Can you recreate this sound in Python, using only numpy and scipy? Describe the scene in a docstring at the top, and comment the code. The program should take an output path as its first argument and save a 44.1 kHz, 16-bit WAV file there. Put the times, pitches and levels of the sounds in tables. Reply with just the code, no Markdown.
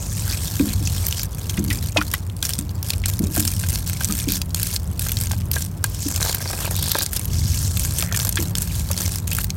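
"""Outdoors, about a metre from a square plastic tub of loose soil, into which a watering can pours.
The swaying jet lands in spurts of noise-burst drops; fat drops splat, and some knock on the ringing tub wall.
Trapped bubbles are sines that fade and may slide in pitch; churned puddles are clouds of them.
Air glugs back into the can as throbbing tones that wake its hollow and leave sloshing noise.
Under it all lie a low noise rumble, a wavering hum, a higher drone and soft outdoor air."""
import sys
import numpy as np
from scipy import signal
from scipy.fft import rfft, irfft
from scipy.io import wavfile
from scipy.ndimage import uniform_filter1d

SR = 44100
rng = np.random.default_rng(int(sys.argv[2]) if len(sys.argv) > 2 else 0)


def digitize_waveform(pressure):
    """Quantize a signal to 16-bit integers and store it at the path in sys.argv[1].

    Rows of a 2-D input are taken as channels; values are limited to [-1, 1].
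    """
    field = np.atleast_2d(pressure).T
    bounded = np.clip(field, -1, 1)
    quanta = np.round(bounded * 32767).astype(np.int16)
    wavfile.write(sys.argv[1], SR, quanta)


N = 421596

# modes of the plastic tub, before scatter and damping: hz, level_db, t60_s
TUB_MODES = [(516, -13, 0.046), (680, -10, 0.022), (855, 0, 0.019), (1320, 1.5, 0.014), (1591, 6.5, 0.041),
             (2470, -8.5, 0.21), (4380, -4.5, 0.041)]
# the spot where the jet lands rings higher or lower as the can sways: time_s, pitch_hz
LANDING_PITCH = [(0, 6070), (1.75, 5100), (3.0, 6200), (3.35, 7600), (4.8, 8960), (5.1, 6150), (5.6, 8200),
                 (6.0, 6400), (6.9, 7250), (7.5, 5570), (8.4, 8700), (8.9, 5030), (9.4, 8500)]
TOP_HZ = 16000  # upper edge of the microphone's band
SPLAT_S = .005  # a drop at 0 dB has the energy of rms 1 held this long


def undb(db):
    """Decibels to gain."""
    return 10 ** (np.asarray(db) / 20)


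def unit(x):
    """Scale to rms 1."""
    return x / np.sqrt(np.mean(x ** 2))


def curve(rows):
    """Join (time_s, value) rows by straight lines."""
    return np.interp(np.arange(N) / SR, *np.transpose(rows))


def add(out, s, x):
    """Mix x into out from time s."""
    i = int(s * SR)
    a, b = max(i, 0), min(i + len(x), N)
    if b > a:
        out[a:b] += x[a - i:b - i]


def walk(rate):
    """Smooth random wander of rms 1, with a new target rate times a second."""
    k = int(SR / rate)
    steps = np.repeat(rng.standard_normal(N // k + 1), k)
    return unit(uniform_filter1d(uniform_filter1d(steps, k), k)[:N])


def colour(x, points, size=512):
    """Causal filter through (hz, level_db) points that keeps the power of white noise."""
    hz, db = np.transpose(points)
    f = np.maximum(np.arange(size // 2 + 1) * SR / size, 1)
    # folding the cepstrum gives the minimum-phase response
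    cepstrum = irfft(np.log(undb(np.interp(np.log(f), np.log(hz), db))))
    cepstrum[1:size // 2] *= 2
    cepstrum[size // 2 + 1:] = 0
    response = irfft(np.exp(rfft(cepstrum)))
    return signal.fftconvolve(x, response / np.linalg.norm(response))[:len(x)]


def resonate(x, hz, q):
    """Two-pole band-pass, gain 1 at the centre."""
    w = 2 * np.pi * min(hz, SR * .42) / SR
    a = np.sin(w) / (2 * q)
    return signal.lfilter([a, 0, -a], [1 + a, -2 * np.cos(w), 1 - a], x)


def tremble(hz, q=0.71):
    """Half a second of quick random wobble around a rate, rms 1."""
    return unit(resonate(resonate(rng.standard_normal(SR // 2), hz, q), hz, q))


def ring(hz, t60, rise=0, attack_s=0.000067):
    """A fading sine whose pitch may slide, by the share rise per second."""
    t = np.arange(int(t60 * SR) + 2) / SR
    tone = np.sin(2 * np.pi * hz * t * (1 + rise * t / 2))
    return tone * np.exp(-np.log(1000) * t / t60) * (1 - np.exp(-t / attack_s))


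def body(modes, scatter_db, detune):
    """Ring of an object; its modes are weighted and detuned afresh at each strike."""
    out = np.zeros(int(max(m[2] for m in modes) * SR) + 2)
    for hz, db, t60 in modes:
        mode = ring(hz * (1 + detune * rng.standard_normal()), t60)
        out[:len(mode)] += mode * undb(db + scatter_db * rng.standard_normal()) * rng.choice([-1, 1])
    return out


def hum(hz, waver):
    """A tone of rms 1 that wavers in pitch and level."""
    phase = 2 * np.pi * np.cumsum(hz * (1 + waver * walk(9))) / SR
    return unit(np.sin(phase) * undb(2 * walk(7)))


def background(rumble_db=-1, hum_hz=92, hum_db=-7, drone_hz=178, air_db=-43):
    """A low rumble with a wavering hum and drone, and soft outdoor air."""
    # shared level of rumble and hum: time_s, level_db
    rumble_level = [(0, -25.5), (.6, -24.5), (.8, -21.5), (1.3, -28.5), (1.85, -22), (2.1, -27.5),
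                    (2.55, -28.5), (3.2, -22.5), (4.85, -26.5), (5.2, -22.5), (5.5, -21.5), (5.65, -25),
                    (6.55, -28.5), (6.83, -22.5), (7.03, -30.5), (7.4, -18), (7.8, -23), (9.56, -24.5)]
    # spectrum of the rumble: hz, level_db per Hz
    rumble_colour = [(20, -22), (32, -27), (42, -16.5), (52, 2.5), (62, -7), (76, 2), (92, -2), (108, 1.5),
                     (124, -15.5), (138, -3), (152, -9.5), (180, -11.5), (330, -32), (1500, -85.5)]
    # spectrum of the outdoor air: hz, level_db per Hz
    air_colour = [(150, 0.5), (300, 5.5), (700, -2.5), (1000, -2.5), (1600, -11), (3000, -19.5),
                  (8000, -24.5), (16000, -17)]
    # swells of the higher drone: time_s, level_db
    drone_level = [(0, -45), (3.6, -47), (4.3, -32), (5.6, -44), (8.5, -34.5)]
    rumble = unit(colour(rng.standard_normal(N), rumble_colour, size=16384))
    air = unit(colour(rng.standard_normal(N), air_colour, size=2048)) * undb(walk(11.0))
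    low = undb(rumble_db) * rumble + undb(hum_db) * hum(hum_hz, .02)
    drone = hum(drone_hz, .045) * undb(curve(drone_level))
    return low * undb(curve(rumble_level)) + drone + undb(air_db) * air


def glugs(glug_db=0, bubble_t60=0.082, can_db=-7, slosh_db=-21, slosh_s=0.071, slosh_hz=300,
          wobble=0.28, wobble_hz=90):
    """Each gulp of air throbs in the can, wakes its hollow and leaves the water sloshing."""
    # air gulped into the can: start_s, bubble_hz, level_db (peak, before the gains above)
    gulps = [(.598, 280, -7.5), (0.625, 282, -20), (.668, 271, -21.5), (0.807, 295, -27),
             (1.58, 185.5, -10), (1.67, 199, -17.5), (1.976, 298, -18), (2.586, 204, -19.5),
             (3.199, 202, -11), (3.232, 198, -13.5), (3.377, 302, -14.5), (4.089, 197, -19.5),
             (4.272, 278, -15), (6.057, 285, -19.5), (8.387, 332, -16)]
    # air space of the can, before scatter: hz, level_db, t60_s
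    can_modes = [(206.7, -5.5, 0.44), (285, -8, 0.36), (313, -8, 0.27)]
    out, t = np.zeros(N), np.arange(SR // 2) / SR
    for s, hz, db in gulps:
        gulp = ring(hz, bubble_t60, rise=0.11, attack_s=0.0077)
        gulp = gulp * (1 + wobble * tremble(wobble_hz)[:len(gulp)])
        hollow = body(can_modes, scatter_db=2, detune=.03)
        slosh = unit(resonate(resonate(rng.standard_normal(len(t)), slosh_hz, 5.6), slosh_hz, 1.0))
        # the slosh builds up over two bubble cycles
        slosh = slosh * np.exp(-t / slosh_s) * np.minimum(t * hz / 2, 1)
        add(out, s, undb(db + glug_db) * gulp / abs(gulp).max())
        add(out, s + 2 / hz, undb(db + can_db) * hollow / abs(hollow).max())
        add(out, s, undb(db + slosh_db) * slosh)
    return out


def tub_hollow(x, echo_db=-15, mode_db=-4):
    """Splashes scatter between the tub walls and sing faintly in its modes."""
    t = np.arange(SR // 10) / SR
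    echo = rng.standard_normal(len(t)) * np.exp(-np.log(1000) * t / .05) * (t > .001)
    echoes = signal.fftconvolve(x, echo / np.linalg.norm(echo))[:N]
    # each Q follows from the mode's decay time
    modes = sum(undb(db) * resonate(x, hz, np.pi * hz * t60 / np.log(1000)) for hz, db, t60 in TUB_MODES)
    return x + undb(echo_db) * echoes + undb(mode_db) * modes


def tub_wall(knock_db=3, slap_db=-1.5, slap_hz=1400, slap_s=0.0041, thud_hz=620, thud_s=0.0051,
             wet_s=0.026):
    """Drops slap the plastic and thud in its thin wall, which rings briefly, damped by wet soil."""
    # drops on the wall, single or drumming: start_s, level_db (peak, before knock_db),
    # thud_db (thud against ring)
    knocks = [(2.428, -17, -25), (3.057, -22, -14), (3.637, -20.5, -17), (4.009, -17, -10),
              (5.065, -19, -14), (5.311, -21, 2), (5.333, -24.5, 0), (5.562, -24.5, 11),
              (5.842, -12.5, -31), (6.202, -22, -3), (6.215, -19, -2), (6.227, -23, -2), (6.246, -22, 1),
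              (6.26, -21, 4), (6.295, -22, 7), (6.345, -21, -6), (6.372, -26, -3), (6.405, -25.5, -1),
              (6.457, -22.5, 8), (6.503, -24, 8), (6.532, -21, 7), (6.588, -24, -5), (6.618, -26, 1),
              (6.646, -21, 0), (6.676, -19, 6), (6.952, -12, 11), (6.984, -20, -3), (7.012, -17.5, -4),
              (8.028, -25, 11), (8.124, -20.5, 1), (8.201, -27, -1)]
    out = np.zeros(N)
    for s, db, thud_db in knocks:
        x = body(TUB_MODES, 2.5, .007)
        t = np.arange(len(x)) / SR
        splash, push = rng.standard_normal((2, SR // 4))[:, :len(x)]
        slap = resonate(splash * np.exp(-t / slap_s), slap_hz, 0.28)
        thud = resonate(resonate(push * np.exp(-t / thud_s), thud_hz, 0.71), thud_hz, 0.71)
        x = unit(x * np.exp(-t / wet_s)) + undb(slap_db) * unit(slap) + undb(thud_db) * unit(thud)
        add(out, s, undb(db + knock_db) * x / abs(x).max())
    return out


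def bubbles(flow_db, bubble_db=1, swell_cycles=1.2, wobble=0.44, small_db=-3, small_hz=4600, cycles=20,
            count=1400):
    """Trapped air swells, rings and slides in pitch; small bubbles follow the flow."""
    # bubbles in puddles and in the spout: start_s, pitch_hz, level_db (peak, before bubble_db), t60_s,
    # rise (share of pitch per s), froth_db (froth against ring)
    large_bubbles = [(1.574, 1660, -19, .046, -1, 8), (1.709, 1874, -16, .067, 5.5, -3),
                     (1.9613, 508, -9.5, 0.053, 49, -18), (1.97, 2580, -7.5, 0.081, -2, -10),
                     (1.971, 3060, -5.5, .032, 11, -3), (1.982, 933, -19, 0.072, 12, -14),
                     (2.0132, 1300, -10, 0.025, 18, -5), (2.1386, 1090, -13.5, 0.013, 2, -1),
                     (2.139, 1905, -13.5, .035, 5.5, -2), (3.038, 2010, -19, 0.045, 23.5, -2),
                     (3.369, 610, -20.5, 0.029, 22, -3), (4.098, 1240, -25.5, .087, 1, -10),
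                     (5.5643, 1660, -16.5, 0.043, -3, -16), (8.1444, 1780, -14.5, .035, 0, 0),
                     (8.371, 1620, -10.5, .055, 4.5, 3), (8.903, 538, -20.5, 0.047, 8, -5),
                     (9.317, 2480, -16.5, 0.082, 11, -2), (9.385, 1370, -15.5, .012, 12, -1.5)]
    big, small = np.zeros(N), np.zeros(N)
    for s, hz, db, t60, rise, froth_db in large_bubbles:
        x = ring(hz, t60, rise, attack_s=swell_cycles / hz)
        # the bubble wall wobbles as it breaks free
        x = x * (1 + wobble * tremble(340)[:len(x)])
        # its film bursts into a short froth
        froth = rng.standard_normal(SR // 4)[:len(x)] * np.exp(-np.arange(len(x)) / SR / .008)
        froth = resonate(resonate(froth, 1.4 * hz, .9), 1.4 * hz, .9)
        x = unit(x) + undb(froth_db) * unit(froth)
        add(big, s, undb(db + bubble_db) * x / abs(x).max())
    chance = rng.uniform(-0.976, 1, (count, 3))
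    for s, (pitch, weight, rise) in zip(rng.uniform(0, N / SR, count), chance):
        hz = small_hz * np.exp(.8 * pitch)
        add(small, s, undb(small_db + 7 * weight) * ring(hz, 2 * cycles / hz, 4 + 5 * rise))
    return big + small * undb(flow_db)


def churn(churn_db=0, spread=0.16, size_db=6.0, rise=8, bubbles_per_s=900, fade_cycles=25):
    """Clouds of tiny bubbles swell and fade; each bubble rings briefly near the pitch of its puddle."""
    # puddles churned by the jet: start_s, end_s, pitch_hz, level_db
    puddles = [(-.03, 0.279, 7000, -36.5), (.239, 0.373, 1650, -41.5), (0.291, 0.337, 5700, -30),
               (0.671, 0.738, 2800, -42), (0.844, 0.893, 5800, -32.5), (1.159, 1.225, 5900, -31),
               (4.303, 4.358, 4750, -29), (7.99, 8.2, 1900, -42), (5.987, 6.202, 6930, -33),
               (6.594, 6.691, 3180, -37), (6.723, 7.081, 4420, -32), (7.312, 7.719, 6050, -35),
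               (7.53, 8.03, 7800, -35.5)]
    out = np.zeros(N)
    for start, end, hz, db in puddles:
        cloud, length = np.zeros(N), end - start
        chance = rng.standard_normal((1000, 3))[:int(length * bubbles_per_s)]
        for k, (late, pitch, weight) in enumerate(chance):
            share = (k + .5) / len(chance)
            f = min(hz * np.exp(spread * pitch), TOP_HZ)
            size = np.sqrt(np.sin(np.pi * share)) * undb(size_db * weight)
            s = start + share * length + late / bubbles_per_s
            add(cloud, s, size * ring(f, fade_cycles / f, rise))
        out += cloud * undb(db + churn_db) * np.sqrt(length * SR / np.sum(cloud ** 2))
    return out


def jet_flow(attack_s=0.016, drain_db_per_s=154, dribble_db=-46.5, wobble_db=1.5, wobble_per_s=16):
    """Level of the water on the soil in dB: each spurt rises, holds and drains; the strongest rules."""
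    # the swaying can throws the jet in spurts: start_s (lands), end_s (breaks off), level_db before wobble
    spurts = [(-0.05, 0.83, -31), (0.276, 0.343, -28.5), (0.647, 0.726, -29.5), (0.82, 1.189, -29.5),
              (1.302, 1.68, -37), (1.694, 1.7, -25), (1.814, 1.86, -31.5), (1.943, 2.167, -34),
              (2.422, 2.51, -31), (2.566, 2.597, -38), (2.836, 2.92, -32.5), (3.052, 3.096, -28),
              (3.212, 3.232, -32), (3.31, 3.554, -28), (3.6, 3.79, -31.5), (3.852, 4.36, -31),
              (4.546, 4.76, -30.5), (4.996, 5.23, -31), (5.29, 5.308, -29.5), (5.519, 5.603, -28),
              (5.828, 6.562, -32), (6, 6.304, -30), (6.558, 7.04, -30), (7.107, 7.187, -30.5),
              (7.272, 7.33, -34), (7.308, 8.026, -29.5), (8.118, 8.264, -32), (8.344, 8.44, -31.5),
              (8.55, 8.943, -31.5), (8.957, 9.138, -30), (9.26, 9.397, -31.5)]
    t = np.arange(N) / SR
    flow = np.full(N, undb(dribble_db))
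    for start, end, db in spurts:
        rise = np.clip((t - start) / attack_s, 0, 1)
        flow = np.maximum(flow, rise * undb(db - drain_db_per_s * np.clip(t - end, 0, 1)))
    return 20 * np.log10(flow) + wobble_db * walk(wobble_per_s)


def smoothness(stream_share=0.49):
    """Share of the water that lands as an unbroken stream: 0 outside streams, stream_share within."""
    # stretches of smooth stream: start_s, end_s
    streams = [(-.1, 0.72), (.76, 1.18), (5.86, 6.08), (7.3, 7.71), (8.64, 8.9)]
    t = np.arange(N) / SR
    whole = sum(1. * ((t >= start) & (t < end)) for start, end in streams)
    return np.clip(stream_share * uniform_filter1d(whole, size=SR // 30), 0, 1)


def slugs(per_s=95, fade_s=0.0063, size_db=4, steady=0.21):
    """The jet necks into uneven slugs; each lands abruptly and drains. A gain of rms 1."""
    late, weight = rng.uniform(-1, 1, (2, N))[:, :int(per_s * N / SR)]
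    landing = (np.arange(len(late)) + late) / per_s * SR
    hits = np.zeros(N)
    hits[np.clip(landing, 0, N - 1).astype(int)] = undb(2 * size_db * weight)
    drained = signal.lfilter([1], [1, -np.exp(-1 / (fade_s * SR))], hits)
    return unit(steady + drained / undb(size_db))


def pit(flow_db, pit_db=-9, q=6, shift_db=6.5, shift_per_s=9, full_flow_db=-30):
    """Fine spray of a full jet washes through a wet pit; its cavities sing in turn as the soil shifts."""
    # cavities the jet digs, before they shift: hz, level_db
    cavities = [(3300, -4), (4400, 5), (5500, 11.5), (6600, 0.5), (8200, 7), (12800, 0)]
    spray = rng.standard_normal(N) * undb(3 * walk(500))
    wash = sum(resonate(spray, hz, q) / np.sqrt(hz) * undb(db + shift_db * walk(shift_per_s))
               for hz, db in cavities)
    fullness_db = np.clip(flow_db - full_flow_db, -20, 0) / 2
    return unit(wash) * undb(pit_db + flow_db + fullness_db)


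def patter(drops, hz=620, q=0.32):
    """Where the jet falls on the wall and on pooled water, the same drops also thud dully."""
    # level of the thuds: time_s, level_db relative to the drops' overall level
    patter_level = [(0, -11.5), (5.9, -17.5), (6.25, -6.5), (6.7, -7), (7.3, -15), (8.2, -10), (9.5, -12.5)]
    thuds = resonate(resonate(drops, hz, q), hz, q)
    return unit(thuds) * drops.std() * undb(curve(patter_level))


def stream(flow_db, smooth, stream_db=-4, grain_db=4, grains_per_s=800):
    """The unbroken jet sinks into the mud with an even, finely grained rush."""
    spray = rng.standard_normal(N) * undb(grain_db * walk(grains_per_s))
    return unit(resonate(spray, 6400, 0.21)) * smooth * undb(flow_db + stream_db)


def splat(hz, snap=0.33, q=12.5, broad=0.47, size=768):
    """One drop, centred on its snap: it crackles into crumbs, rings two air pockets, bounces off a wall."""
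    t = (np.arange(size) - size // 2) / SR
    width, hardness, pocket = np.exp(.45 * rng.standard_normal(3))
    before = .6 * np.exp(-abs(t) / (.0007 * width))
    after = np.exp(-abs(t) / (.0013 * width)) + .14 * np.exp(-abs(t) / .004)
    grains = rng.standard_normal(size) * undb(4.5 * rng.standard_normal(size))
    crackle = np.where(t < 0, before, after) * grains
    crackle /= np.linalg.norm(crackle)
    crackle[size // 2] += snap * hardness * rng.choice([-1, 1])
    x = resonate(crackle, hz, q) + resonate(crackle, hz * pocket, 4 * q) + broad * crackle
    # every drop lands at its own distance from the wall
    x = x + .4 * np.roll(x, int(rng.uniform(.0003, .002) * SR))
    return x * np.sqrt(SPLAT_S * SR) / np.linalg.norm(x)


def shower(rate, size_db, spot):
    """Unevenly spaced drops that ring around the pitch of the landing spot; rms 1."""
    out = np.zeros(N)
    chance = rng.standard_normal((5000, 3))
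    times = np.cumsum(np.exp(.5 * chance[:, 0])) / rate
    for s, (_, weight, pitch) in zip(times[times < N / SR], chance):
        hz = spot[int(s * SR)] * np.exp(.35 * pitch)
        add(out, s - 1 / rate, undb(size_db * min(weight, 1.5)) * splat(hz))
    return unit(out)


def jet(flow_db, lumps, drop_db=-1.0, droplet_db=-3, size_db=6.0, full_flow_db=-32):
    """A thin jet falls as separate beads; a full one adds a dense patter of droplets."""
    spot = curve(LANDING_PITCH)
    beads, droplets = shower(100, size_db, spot), shower(480, size_db, spot)
    fullness = undb(np.clip(flow_db - full_flow_db, -20, 0) / 2)
    return (undb(drop_db) * beads + undb(droplet_db) * fullness * lumps * droplets) * undb(flow_db)


def big_drops(flow_db, smooth, smooth_db=-10, drop_db=0.0, pitch_spread=0.57, count=120):
    """Fat beads of the broken jet slap the wet soil; the lesser ones grow with the flow."""
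    # the fattest drops: snap_s, pitch_hz, level_db (over SPLAT_S, before the soil's colour)
    fattest = [(.596, 2400, -23.5), (.874, 6300, -21), (1.067, 15200, -16), (1.085, 14000, -19),
               (1.126, 3750, -20), (1.2327, 12400, -20.5), (1.4965, 6300, -21), (1.704, 2900, -21),
               (2.138, 13800, -16), (2.4274, 4100, -16.5), (2.452, 5700, -19), (2.5354, 5140, -20.5),
               (2.5891, 9150, -20), (2.8288, 12900, -24), (2.9043, 6550, -15.5), (3.0585, 6440, -17),
               (3.1922, 13400, -22), (3.452, 8850, -18.5), (3.4773, 7150, -17.5), (3.7576, 5400, -22),
               (4.0458, 7550, -16), (4.124, 8200, -19.5), (4.287, 3530, -21), (4.3204, 12500, -15.5),
               (4.4172, 4500, -20), (4.5463, 7200, -17), (4.6308, 8900, -15.5), (4.7626, 5050, -18),
               (4.9944, 12000, -18), (5.1188, 12300, -16.5), (5.17, 4400, -21.5), (5.212, 10100, -19.5),
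               (5.515, 12400, -16), (5.536, 4660, -26), (5.8413, 7900, -14), (6.1616, 8500, -19),
               (6.2279, 5230, -17), (6.328, 3500, -23), (6.347, 12500, -15.5), (6.651, 12500, -25),
               (6.765, 9000, -21), (6.826, 12300, -18.5), (6.883, 8500, -21.5), (6.9168, 12300, -13),
               (6.948, 5430, -21), (6.9872, 12300, -16.5), (7.021, 12000, -21), (7.063, 9000, -20),
               (7.132, 12000, -19.5), (7.164, 12000, -19), (7.255, 13000, -23.5), (7.776, 13400, -24),
               (7.7955, 8550, -19), (7.9905, 7930, -24), (8.0249, 3100, -17.5), (8.125, 6470, -22.5),
               (8.125, 6500, -28.5), (8.163, 6260, -20.5), (8.173, 7500, -19), (8.1995, 3950, -20),
               (8.2495, 7300, -22), (8.2922, 11800, -15.5), (8.326, 7560, -22.5), (8.357, 7400, -21),
               (8.5536, 5240, -17.5), (8.583, 8900, -19), (8.62, 11500, -18.5), (8.914, 11600, -20.5),
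               (8.977, 5200, -21.5), (9.331, 12500, -20), (9.35, 14000, -19), (9.386, 12500, -22),
               (9.413, 13700, -23), (9.4435, 14300, -19), (9.5041, 5660, -22)]
    # lesser beads pinch off at random; stray drips go on around drip_db between the spurts
    beads_per_s, bead_over_flow_db, bead_spread_db, drip_db = 9, 5.5, 1.5, -37
    out, spot, drops = np.zeros(N), curve(LANDING_PITCH), list(fattest)
    for k, (late, weight, pitch) in enumerate(rng.standard_normal((count, 3))):
        s = (k + late / 2) / beads_per_s
        i = int(np.clip(s * SR, 0, N - 1))
        db = max(flow_db[i] + bead_over_flow_db, drip_db) + smooth_db * smooth[i] + bead_spread_db * weight
        drops.append((s, spot[i] * np.exp(pitch_spread * pitch), db))
    for s, hz, db in drops:
        x = splat(hz, snap=0.6, q=2.1, broad=0.4)
        add(out, s - len(x) / 2 / SR, undb(db + drop_db) * x)
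    return out


def scene():
    """Water in the tub, air in the can, rumble around."""
    # colour of fat drops striking wet soil: hz, level_db
    soil_colour = [(300, -2), (1000, -8), (3000, 2), (4500, 3), (9000, 3), (10300, 0.5), (12000, 2)]
    # colour of the jet's finer drops and stream on wet soil: hz, level_db
    jet_colour = [(300, -29.5), (1000, -5.5), (2000, -2.5), (3200, -0.5), (4600, 0), (9000, 3.5),
                  (10300, -0.5), (12000, 5), (16000, -3.5)]
    around = background() + glugs()
    flow_db, smooth = jet_flow(), smoothness()
    lumps = smooth + (1 - smooth) * slugs()
    drops = jet(flow_db, lumps) * (1 - smooth) + stream(flow_db, smooth)
    splashes = colour(big_drops(flow_db, smooth), soil_colour) + colour(drops, jet_colour)
    water = tub_hollow(splashes)
    wash = (churn() + pit(flow_db)) * np.sqrt(lumps)
    return (around + water + patter(drops) + bubbles(flow_db) + tub_wall() + wash)[None]


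def record(dry):
    """The phone microphone clips at full scale; a steep low-pass then cuts the top."""
    low_pass = signal.ellip(10, .2, 70, TOP_HZ, fs=SR, output="sos")
    return signal.sosfilt(low_pass, np.clip(dry, -1, 1))


dry = scene()
out = record(dry)
digitize_waveform(out)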